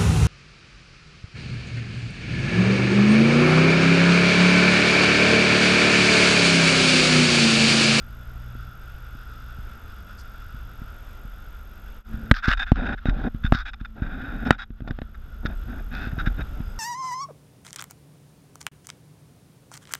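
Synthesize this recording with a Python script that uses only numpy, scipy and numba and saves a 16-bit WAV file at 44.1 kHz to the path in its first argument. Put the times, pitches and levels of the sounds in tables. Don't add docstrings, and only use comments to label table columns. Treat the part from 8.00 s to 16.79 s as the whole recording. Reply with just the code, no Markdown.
import sys
import numpy as np
from scipy import signal
from scipy.fft import rfft, irfft, next_fast_len
from scipy.io import wavfile
from scipy.ndimage import uniform_filter1d
from numba import njit

SR = 44100
rng = np.random.default_rng(int(sys.argv[2]) if len(sys.argv) > 2 else 0)


def output_pcm(signal):
    pcm = np.clip(np.atleast_2d(signal).T, -1, 1) * 32767
    wavfile.write(sys.argv[1], SR, np.round(pcm).astype(np.int16))


N = 387638


def undb(db):
    return 10 ** (np.asarray(db) / 20)


def unit(x):
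    return x / np.sqrt(np.mean(x ** 2) + 1e-20)


def curves(table):
    times, *columns = np.transpose(table)
    return [np.interp(np.arange(N) / SR, times, column) for column in columns]


def add(out, start_s, x):
    i = max(int(start_s * SR), 0)
    out[i:i + len(x)] += x[:max(len(out) - i, 0)]


def colour(x, points):
    size = next_fast_len(len(x))
    hz, db = np.transpose(points)
    f = np.maximum(np.fft.rfftfreq(size, 1 / SR), 1)
    gain = undb(np.interp(np.log(f), np.log(hz), db))
    return irfft(rfft(x, size) * gain, size)[:len(x)]


def ring(x, modes, tail=0, order=1):
    size = next_fast_len(len(x) + tail)
    f = np.fft.rfftfreq(size, 1 / SR)
    response = sum(undb(db) * (1j * f * width / (hz ** 2 - f ** 2 + 1j * f * width)) ** order
                   for hz, width, db in modes)
    return irfft(rfft(x, size) * response, size)[:len(x) + tail]


def lowpass(x, hz, order):
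    return signal.sosfilt(signal.butter(order, hz, "low", fs=SR, output="sos"), x)


def wander(per_s):
    step = int(SR / per_s)
    held = np.repeat(rng.standard_normal(N // step + 1), step)
    return unit(uniform_filter1d(held, step)[:N])


def fade(count, rise_s, fall_s):
    t = np.arange(count) / SR
    return np.clip(np.minimum(t / rise_s, t[::-1] / fall_s), 0, 1)


def whine(hz=12898, bursts_per_s=47.95, whistle_db=-65.3, undertone_db=-79):
    t = np.arange(N) / SR
    burst, progress = np.divmod(t * bursts_per_s, 1)
    phase = rng.uniform(0, 2 * np.pi, int(burst[-1]) + 1)[burst.astype(int)]
    on = np.clip(np.minimum(progress, .45 - progress) / .05, 0, 1)
    whistle = unit(on * np.sin(2 * np.pi * hz * t + phase))
    undertone = unit(ring(rng.standard_normal(N), [(hz / 2, 180, 0)], order=2))
    return whistle * undb(whistle_db) + undertone * undb(undertone_db)


# t/s, length/s, f/Hz, level/dB
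SQUEALS = [(7.505, .13, 8000, -78), (8.571, 0.24, 4980, -70), (8.681, 0.067, 8040, -71)]
def squeals(width_hz=130):
    out = np.zeros(N)
    for start, length, hz, db in SQUEALS:
        count = int(length * SR)
        tone = ring(rng.standard_normal(count), [(hz, width_hz, 0)], order=2)
        add(out, start, unit(tone * np.hanning(count)) * undb(db))
    return out


def leaf(middle_s=2.2, length_s=0.068, db=-57):
    out, count = np.zeros(N), int(length_s * SR)
    tone = [(1500, -23), (3800, -14), (4800, 2), (7000, -9), (12000, -20), (14000, -40)]
    swish = colour(rng.standard_normal(count), tone)
    add(out, middle_s - length_s / 2, unit(swish * np.hanning(count)) * undb(db))
    return out


# t/s, firing rate/Hz, boom level/dB, drone level/dB
ENGINE_RUN = [(0, 57.5, -46, -59.5), (.55, 59.88, -42, -61.5), (1, 59.36, -50.5, -69),
              (1.5, 59.48, -48.5, -65.5), (2.05, 50.47, -57, -54), (2.4, 53.63, -53, -64.5),
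              (2.85, 55.15, -49.5, -63.5), (3.3, 54.36, -60, -64.5), (4, 55, -62, -61),
              (4.14, 55.4, -48.5, -43), (5, 55.47, -57, -46.5), (6.7, 54.5, -41.5, -39),
              (7.4, 54, -53, -56)]
# multiple of the firing rate, added level/dB
BOOM_TONES = [(1, 3), (2, -.5), (3, -14.5)]
# t/s, level/dB
CLATTER_LEVEL = [(0, -52), (.8, -49.5), (1.3, -48.5), (2.6, -49.5), (3.3, -52)]
# f/Hz, width/Hz, level/dB
BAY_NOTES = [(1391, 245, 4), (2020, 4600, -39), (2740, 760, -15.5), (3380, 350, -12.5), (4900, 890, -19.5),
             (6000, 360, -38.5), (7800, 900, -31.5)]
def engine(tremble_top_hz=3800):
    firing_hz, boom_db, drone_db = curves(ENGINE_RUN)
    phase = 2 * np.pi * np.cumsum(firing_hz * (1 + 0.0014 * wander(14))) / SR
    boom = sum(undb(db + 0.99 * wander(4.5)) * np.sin(multiple * phase + rng.uniform(0, 2 * np.pi))
               for multiple, db in BOOM_TONES)
    drone = np.sin(4 * phase) * undb(drone_db + 2 * wander(10))
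    hum = np.sqrt(2) * (boom * undb(boom_db) + drone)
    pulsing = rng.standard_normal(N) * (1 + 0.1 * np.sin(phase)) * undb(1.24 * wander(25))
    clatter = unit(ring(pulsing, BAY_NOTES, order=2)) * undb(curves(CLATTER_LEVEL)[0])
    loose_parts = ring(rng.standard_normal(N) * undb(4.6 * wander(37)), BAY_NOTES)
    tremble = unit(lowpass(loose_parts, tremble_top_hz, order=4))
    return hum + clatter + tremble * np.sqrt(power_after_jolts(-47, decay_s=0.25))


# f/Hz, level/dB
RUMBLE_TONE = [(12, -18), (24, -7.5), (38, -2.5), (49, -10.5), (65, -10.5), (100, -23.5), (170, -29),
               (245, -32), (400, -41.5), (750, -48.5), (1200, -67), (3000, -140)]
def rumble():
    shake = unit(colour(rng.standard_normal(N), RUMBLE_TONE))
    recent_power = uniform_filter1d(shake ** 2, SR // 12)
    return unit(shake / np.sqrt(recent_power + .5))


# f/Hz, level/dB
ROLL_TONE = [(30, 0), (70, 2), (130, -23), (250, -23), (400, -21.5), (700, -21), (1050, -24), (2100, -28.5),
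             (3600, -32.5), (4300, -45), (7000, -41.5), (9000, -48), (12800, -46.5), (13700, -89)]
def road(roll_db=-46, smooth_db=-40, dirt_db=-31.5, dirt_starts_s=4.05):
    waver_db = 0.9 * wander(5)
    roll = unit(colour(rng.standard_normal(N), ROLL_TONE)) * undb(roll_db + waver_db)
    shake_db = curves([(dirt_starts_s, smooth_db), (dirt_starts_s + 0.071, dirt_db)])[0]
    return roll + rumble() * undb(shake_db)


def power_after_jolts(relative_db, decay_s, rise_s=0.0091, usual_contact_ms=3.08):
    power = np.zeros(N)
    t = np.arange(3 * SR) / SR
    settle = (1 - np.exp(-t / rise_s)) * np.exp(-t / decay_s)
    for start, thud_db, contact_ms in JOLTS:
        size = undb(thud_db + relative_db) * contact_ms / usual_contact_ms
        add(power, start, (size * settle) ** 2)
    return power


def sway(vs_thud_db=-16.5, vs_scrub_db=-8, top_hz=58):
    power = power_after_jolts(vs_thud_db, decay_s=0.11)
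    for start, length, db, _ in SCRUBS:
        add(power, start, scrub_shape(length, db + vs_scrub_db) ** 2)
    return unit(lowpass(rumble(), top_hz, order=3)) * np.sqrt(power)


def scrub_shape(length_s, db, ease_db_per_s=14):
    t = np.arange(int(length_s * SR)) / SR
    return fade(len(t), rise_s=0.019, fall_s=0.0075) * undb(db - ease_db_per_s * t)


# t/s, length/s, level/dB, grit compared with judder/dB
SCRUBS = [(4.107, 0.54, -48.5, -2.5), (4.754, 0.099, -11, -5), (4.842, 0.11, -10, -5),
          (5.052, .18, -20, -14.5), (5.226, 0.063, -14.5, -14.5), (5.953, 0.061, -29, -10.5),
          (6.007, 0.442, -27.5, -4.5), (6.446, 0.13, -26, -8.5), (6.829, .10, -28.5, -15),
          (7.421, 0.13, -36, -9.5), (7.668, 0.149, -38.5, -8), (7.903, 0.43, -37.5, -7),
          (8.37, 0.056, -36.5, -1.5), (8.474, 0.14, -44.5, -27)]
# f/Hz, level/dB
JUDDER_TONE = [(30, -38), (60, -6), (130, 3.5), (180, -0.5), (250, 6.5), (340, -8.5), (480, -13),
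               (760, -8.5), (1000, -20.5), (1400, -37.5), (3000, -81.5), (7000, -120)]
def scrubs(grit_top_hz=2600):
    judder = unit(colour(rng.standard_normal(N) * undb(2.37 * wander(90)), JUDDER_TONE))
    grit = ring(rng.standard_normal(N) * undb(2.8 * wander(160)), CASE_NOTES, order=2)
    grit = unit(lowpass(grit, grit_top_hz, order=1))
    out = np.zeros(N)
    for start, length, db, grit_db in SCRUBS:
        shape = scrub_shape(length, db)
        burst = (judder + undb(grit_db) * grit)[int(start * SR):][:len(shape)]
        add(out, start, burst * shape[:len(burst)])
    return out


# f/Hz, width/Hz, level/dB
CASE_NOTES = [(250, 59, -7), (798, 170, -3.5), (1499, 360, 12), (1830, 460, -15), (2440, 270, -1),
              (3510, 150, -2.5), (3685, 174, 2), (4240, 900, -17.5), (5000, 170, -14), (6040, 270, -44)]
def case_click(crack=0.22, crack_s=0.0026, damping=2.1):
    t = np.arange(SR // 20) / SR
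    force = crack * rng.standard_normal(len(t)) * np.exp(-t / crack_s)
    force[0] += 1
    sound = ring(force, [(hz, damping * width, db) for hz, width, db in CASE_NOTES], order=2)
    return sound / np.abs(sound).max()


# f/Hz, level/dB
CRACKLE_TONE = [(1000, -33), (3500, 12.5), (5100, 14.5), (6500, -8.5), (8000, -37), (11500, -27.5),
                (13000, -4.5), (14000, -43.5)]
def crackle(force):
    return unit(colour(force, CRACKLE_TONE))


# t/s, length/s, level/dB, crackle compared with that level/dB
RATTLES = [(4.34, 0.071, -17.5, -10.5), (4.42, .137, -9.5, -17.5), (4.571, 0.015, -20, -20),
           (4.588, 0.059, -13, -24), (4.658, 0.061, -26, -33), (4.974, 0.021, -29, -29),
           (5.053, 0.062, -24, -30), (5.433, 0.048, -27.5, -33), (5.527, 0.11, -15.5, -14.5),
           (5.651, 0.054, -20.5, -28), (5.732, 0.014, -24, -20), (5.797, 0.019, -34, -19),
           (5.847, 0.015, -23.5, -24), (6.448, 0.042, -32.5, -27), (6.518, 0.042, -21.5, -33),
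           (6.578, 0.068, -19.5, -30), (6.874, 0.015, -28.5, -30), (7.144, 0.015, -40.5, -26),
           (7.453, 0.022, -29.5, -15.5), (7.908, 0.21, -39.5, -18.5), (8.183, 0.038, -31, -30),
           (8.255, 0.033, -31, -31), (8.403, 0.023, -40.5, -26)]
def rattles(taps_per_s=380, scatter_db=2.5, rub=0.06, top_hz=7200, spot_db=2.0, detune=0.019):
    out = np.zeros(N)
    pressure = undb(wander(130))
    for start, length, db, crackle_db in RATTLES:
        first, count = int(start * SR), max(int(length * SR), 64)
        gaps = rng.uniform(.3, 1.7, 200) * SR / taps_per_s
        taps = (np.cumsum(gaps) - gaps[0] / 2).astype(int)
        sizes = undb(scatter_db * rng.standard_normal(len(taps)))
        force = rub * rng.standard_normal(SR // 2)[:count]
        force[taps[taps < count]] += sizes[taps < count]
        force *= pressure[first:first + count] * fade(count, 0.13 * length, 0.32 * length)
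        chance = rng.standard_normal((len(CASE_NOTES), 2))
        notes = [(hz * (1 + detune * shift), width, note_db + spot_db * boost)
                 for (hz, width, note_db), (shift, boost) in zip(CASE_NOTES, chance)]
        chatter = lowpass(ring(force, notes, tail=SR // 20, order=2), top_hz, order=3)
        add(out, start, chatter * undb(db) / np.sqrt(np.sum(chatter ** 2) / count))
        add(out, start, crackle(force * np.abs(force)) * undb(db + crackle_db))
    return out


# t/s, level/dB
SNAPS = [(4.313, 1), (4.341, -4.5), (4.368, -2), (4.489, 5), (4.514, 7), (4.527, 2), (4.534, 5),
         (4.758, -7), (5.095, -9), (5.548, -2), (6.908, -13), (7.017, -22.5), (7.459, -19)]
def snaps(top_hz=5000, edge_db=-23, edge_s=.0015):
    out = np.zeros(N)
    t = np.arange(SR // 50) / SR
    for start, db in SNAPS:
        edge = crackle(rng.standard_normal(len(t))) * np.exp(-t / edge_s)
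        add(out, start, undb(db) * lowpass(case_click(), top_hz, order=3))
        add(out, start, undb(db + edge_db) * edge)
    return out


# t/s, peak level/dB, high note compared with low note/dB
SLAMS = [(4.3148, -4, 9), (4.5144, -1, 20), (4.7182, -3, -12), (5.523, 0.5, -16), (6.507, 6.5, -0.5)]
# f/Hz, width/Hz
STOP_NOTES = [(760, 407), (1500, 320)]
def slams():
    out = np.zeros(N)
    low_note, high_note = STOP_NOTES
    for start, db, high_db in SLAMS:
        clack = ring(np.ones(1), [(*low_note, 0), (*high_note, high_db)], tail=SR // 20, order=2)
        add(out, start, undb(db) * clack / np.abs(clack).max())
    return out


# t/s, thud peak level/dB, contact time/ms
JOLTS = [(0.552, -28, 2.7), (1.151, -30.5, 3.1), (1.585, -23.5, 7.3), (2.544, -26, 5), (2.817, -24.5, 4.2),
         (3.249, -27, 5.7), (4.14, -20.5, 4.5), (4.313, 6.5, 3.26), (4.481, 11, 3.13), (4.7183, 15, 3.14),
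         (5.056, 2, 1.87), (5.085, 5, 3.9), (5.346, -8.5, 4.2), (5.445, -3.5, 4.9), (5.523, 7, 2.3),
         (5.548, 4.5, 4), (5.812, -8.5, 4), (6.02, -1.5, 4), (6.508, 5, 1.45), (6.704, -8.5, 3.4),
         (6.805, -12, 2.1), (6.82, -6.5, 3.9), (6.876, -9.5, 1.6), (6.908, -1.5, 3.2), (6.988, -10, 1.63),
         (7.018, -8, 2), (7.453, -10, 2.5), (8.071, -16.5, 3.3), (8.131, -17, 5.04), (8.18, -17.5, 3.3),
         (8.272, -9, 4), (8.604, -16.5, 3.6)]
# f/Hz, width/Hz, level/dB
MOUNT_NOTES = [(42.3, 10.2, 7), (83.3, 144, 3), (230.6, 44, -1), (742, 590, -1)]
def knocks(top_hz=4600):
    out = np.zeros(N)
    t = np.arange(SR // 3) / SR
    for start, thud_db, contact_ms in JOLTS:
        push = np.sin(np.pi * np.clip(t * 1000 / contact_ms, 0, 1)) ** 2
        thud = ring(push, MOUNT_NOTES)
        click_db = -14 - 12.5 * np.log2(contact_ms / 1.97)
        add(out, start, undb(thud_db) * thud / np.abs(thud).max())
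        add(out, start, undb(thud_db + click_db) * case_click())
    return lowpass(out, top_hz, order=4)


def scene():
    jolts = knocks() + slams() + snaps()
    return (engine() + road() + sway() + scrubs() + rattles() + jolts + squeals() + leaf() + whine())[None]


@njit
def gain_control(x, ceiling, depth_db, dive_db_per_s, recover_db_per_s):
    y, down_db, diving = np.empty(len(x)), 0., False
    for i in range(len(x)):
        y[i] = x[i] * 10 ** (-down_db / 20)
        diving = (diving or abs(y[i]) > ceiling) and down_db < depth_db
        down_db = down_db + dive_db_per_s / SR if diving else max(down_db - recover_db_per_s / SR, 0.)
    return y


# t/s, level/dB
LEVEL_DIP = [(3.98, 0), (4.015, -8), (4.035, -22), (4.055, -8), (4.09, 0)]
def record(dry, top_hz=14700):
    held = gain_control(dry[0], ceiling=.85, depth_db=19., dive_db_per_s=500., recover_db_per_s=18.)
    dipped = np.clip(held, -1, 1) * undb(curves(LEVEL_DIP)[0])
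    treble_cut = signal.ellip(8, .2, 70, top_hz, fs=SR, output="sos")
    return signal.sosfilt(treble_cut, dipped)[None]


dry = scene()
out = record(dry)
output_pcm(out)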